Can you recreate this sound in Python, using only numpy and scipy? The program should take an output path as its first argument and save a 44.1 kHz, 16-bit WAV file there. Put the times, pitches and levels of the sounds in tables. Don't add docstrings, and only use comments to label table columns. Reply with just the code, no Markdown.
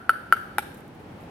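import sys
import numpy as np
from scipy import signal
from scipy.fft import rfft, irfft, next_fast_len
from scipy.io import wavfile

SR = 44100
rng = np.random.default_rng(int(sys.argv[2]) if len(sys.argv) > 2 else 0)


def pcm_store(signal):
    levels = np.round(np.clip(np.atleast_2d(signal), -1, 1) * 32767)
    wavfile.write(sys.argv[1], SR, levels.astype(np.int16).T)


N = 57330
LEAD = SR // 4


def bounces():
    # start in seconds, blade gain in dB, shell gain in dB,
    # place on the blade (0 middle, 1 edge), echo gain in dB.
    hits = [(-.14, -2.5, -21.5, 0.016, 0), (.0937, -0.77, -21, 0.02, 1), (0.3244, 1, -18, 0.025, 0),
            (0.5829, 1.1, -16, 1, 1)]
    track = np.zeros((2, LEAD + N))
    for start, blade_db, shell_db, place, echo_db in hits:
        wood = amp(blade_db) * blade(place)
        ball = amp(shell_db) * shell()
        add(track, start, room(wood, ball, echo_db))
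    return track[:, LEAD:]


def blade(place):
    # pitch in Hz, fade time in seconds,
    # gain in dB for a middle hit, gain in dB for an edge hit.
    tones = [(388, .07, -38, -33), (558, .007, -18, -15), (820, .025, -22, -10.5), (1047, .005, -2.5, -21),
             (1352, .038, -3, -23), (1439, .018, -1, -11), (1579, .011, -13, -5), (1902, .011, -34, -16),
             (2293, .055, -48, -28), (2994, .011, -16, -24), (3590, .012, -42, -23),
             (4478, .009, -20.5, -28), (5270, .013, -49, -33)]
    ear_delay_s = np.array([[0], [.00005]])
    t = np.maximum(np.arange(SR // 5) / SR - ear_delay_s, 0)
    ring = sum(amp(middle + place * (edge - middle)) * fade(t, fade_s) * np.sin(2 * np.pi * hz * t)
               for hz, fade_s, middle, edge in tones)
    bass_cut = signal.butter(4, 300, 'high', fs=SR, output='sos')
    return pan(db=0.1) * signal.sosfilt(bass_cut, -ring * rise(t, seconds=.0008))


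def shell():
    # pitch in Hz, fade time in seconds, gain in dB.
    tones = [(5850, .012, -18), (8870, .02, -6), (9820, .014, -9), (10860, .018, -6), (11500, .01, -7),
             (12350, .016, -5), (13400, .01, -12)]
    # frequency in Hz, gain in dB.
    crack_colour = [(300, -13), (2000, 5.5), (3500, 0.5), (5200, -5.5), (7000, -12), (8800, -2.5),
                    (12000, 1), (14000, -9), (16500, -18)]
    t = np.arange(SR // 5) / SR
    ear_shift_cycles = np.array([[0], [0.3]])
    ring = 0
    for hz, fade_s, db in tones:
        loudness = amp(db + rng.normal(0, 1)) * fade(t, fade_s)
        cycles = hz * t + rng.random() + ear_shift_cycles
        ring += loudness * np.sin(2 * np.pi * cycles)
    crack = amp(-2.5) * fade(t, seconds=0.013) * noise(crack_colour, len(t))
    return pan(db=2.0) * (amp(-4.5) * ring + crack) * rise(t, seconds=0.00028)


def fingers():
    # start in seconds, gain in dB, rise time and fade time in seconds.
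    touches = [(0.7424, -43.5, 0.0032, 0.036), (0.766, -51.5, 0.0094, .14), (.806, -42.5, 0.0012, 0.0095),
               (.8785, -48, 0.0012, 0.015), (.943, -54.5, .006, 0.062), (0.994, -56, 0.01, 0.099),
               (1.2, -57, 0.01, 0.21)]
    # frequency in Hz, gain in dB.
    skin_colour = [(500, -23.5), (6000, -11), (9000, -5), (12000, -1.5), (15500, -9.5)]
    track = np.zeros((2, LEAD + N))
    t = np.arange(SR // 5) / SR
    for start, db, rise_s, fade_s in touches:
        add(track, start, amp(db) * rise(t, rise_s) * fade(t, fade_s) * noise(skin_colour, len(t)))
    return pan(db=1) * track[:, LEAD:]


def room(wood, ball, echo_db):
    # frequency in Hz, fade time in seconds.
    fade_times = [(200, 0.72), (1400, 0.64), (4000, 0.86), (11000, .62), (16000, 0.57)]
    # frequency in Hz, gain in dB.
    tail_colour = [(200, 6), (400, 9.5), (800, -5.5), (1330, -2), (1550, 2.5), (2100, -5), (3000, -1),
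                   (4500, -0.5), (7000, 2), (9000, -1), (12000, -1.5), (16000, -4)]
    # frequency in Hz, gain in dB.
    box_colour = [(300, -33), (1400, -2.5), (3000, 3.5), (16000, 0.5)]
    # left and right delay in seconds, wood and ball gain in dB.
    reflections = [(.00208, .00208, -12.5, -14), (.0082, .0084, -19, -8.5), (.00972, .00976, -21, -19),
                   (.0178, .0184, -29, -20), (.0430, .0445, -26, -26)]
    t = np.arange(SR) / SR
    band_hz, band_t, bands = signal.stft(rng.standard_normal((2, SR)), SR, nperseg=256)
    bands *= fade(band_t, along(fade_times, band_hz)[:, None])
    tail = signal.istft(bands, SR, nperseg=256)[1][:, :SR]
    tail_delay_s = 0.0346
    tail *= rise(np.maximum(t - tail_delay_s, 0), seconds=0.0019)
    tail = filtered(unit(tail), lambda hz: amp(along(tail_colour, hz)))
    scatter = unit(noise(box_colour, SR) * fade(t, seconds=0.15) * rise(t, seconds=0.0082))
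    echo = amp(echo_db - 15.5) * (tail + scatter) / np.sqrt(SR)
    heard = signal.fftconvolve(wood + amp(1.5) * ball, echo, axes=1)
    n = wood.shape[1]
    heard[:, :n] += wood + ball
    for *delays, wood_db, ball_db in reflections:
        for ear, delay in enumerate(delays):
            heard[ear, round(delay * SR):][:n] += amp(wood_db) * wood[ear] + amp(ball_db) * ball[ear]
    return heard


def rumble():
    # frequency in Hz, gain in dB.
    colour = [(15, -47), (25, -17), (60, -10.5), (90, -3.5), (202, -3.5), (318, -5.5), (450, -9),
              (655, -12), (811, -10), (1150, -18), (1540, -19.5), (1760, -21), (2300, -23.5), (4260, -34.5),
              (6900, -42), (7480, -44), (8550, -41.5), (15000, -47)]
    # time in seconds, level in dB.
    levels = [(0, -47), (.35, -45), (.65, -44), (.9, -45.5), (1.1, -43), (1.3, -42.5)]
    # frequency in Hz, likeness (0 unrelated, 1 the same).
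    likeness = [(60, 0.96), (300, 0.94), (1000, 0.25), (3000, 0.1), (10000, 0.046)]

    def split(hz):
        angle = np.arccos(along(likeness, hz)) / 2
        return np.array([np.cos(angle), np.sin(angle)])

    common, side = filtered(noise(colour, N), split)
    recorder_gain = amp(np.interp(np.arange(N) / SR, *np.transpose(levels)))
    return unit(np.array([common + side, common - side])) * recorder_gain


def amp(db):
    return 10 ** (np.asarray(db) / 20)


def unit(x):
    return x / np.sqrt(np.mean(x ** 2) + 1e-20)


def along(points, hz):
    frequencies, values = np.transpose(points)
    return np.interp(np.log(hz + 1), np.log(frequencies + 1), values)


def filtered(x, gain_at):
    n = x.shape[-1]
    padded = next_fast_len(n + SR // 4)
    hz = np.fft.rfftfreq(padded, 1 / SR)
    return irfft(rfft(x, padded) * gain_at(hz), padded)[..., :n]


def noise(colour, size):
    return unit(filtered(rng.standard_normal((2, size)), lambda hz: amp(along(colour, hz))))


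def fade(t, seconds):
    return np.exp(-np.log(1000) * t / seconds)


def rise(t, seconds):
    return 1 - np.exp(-t / seconds)


def pan(db):
    return amp([[db], [-db]])


def add(track, start_s, sound):
    first = LEAD + round(start_s * SR)
    part = track[:, first:first + sound.shape[1]]
    part += sound[:, :part.shape[1]]


def scene():
    return bounces() + fingers() + rumble()


def record(dry):
    top_hz = 16200
    return filtered(dry, lambda hz: 1 / (1 + (hz / top_hz) ** 80))


dry = scene()
out = record(dry)
pcm_store(out)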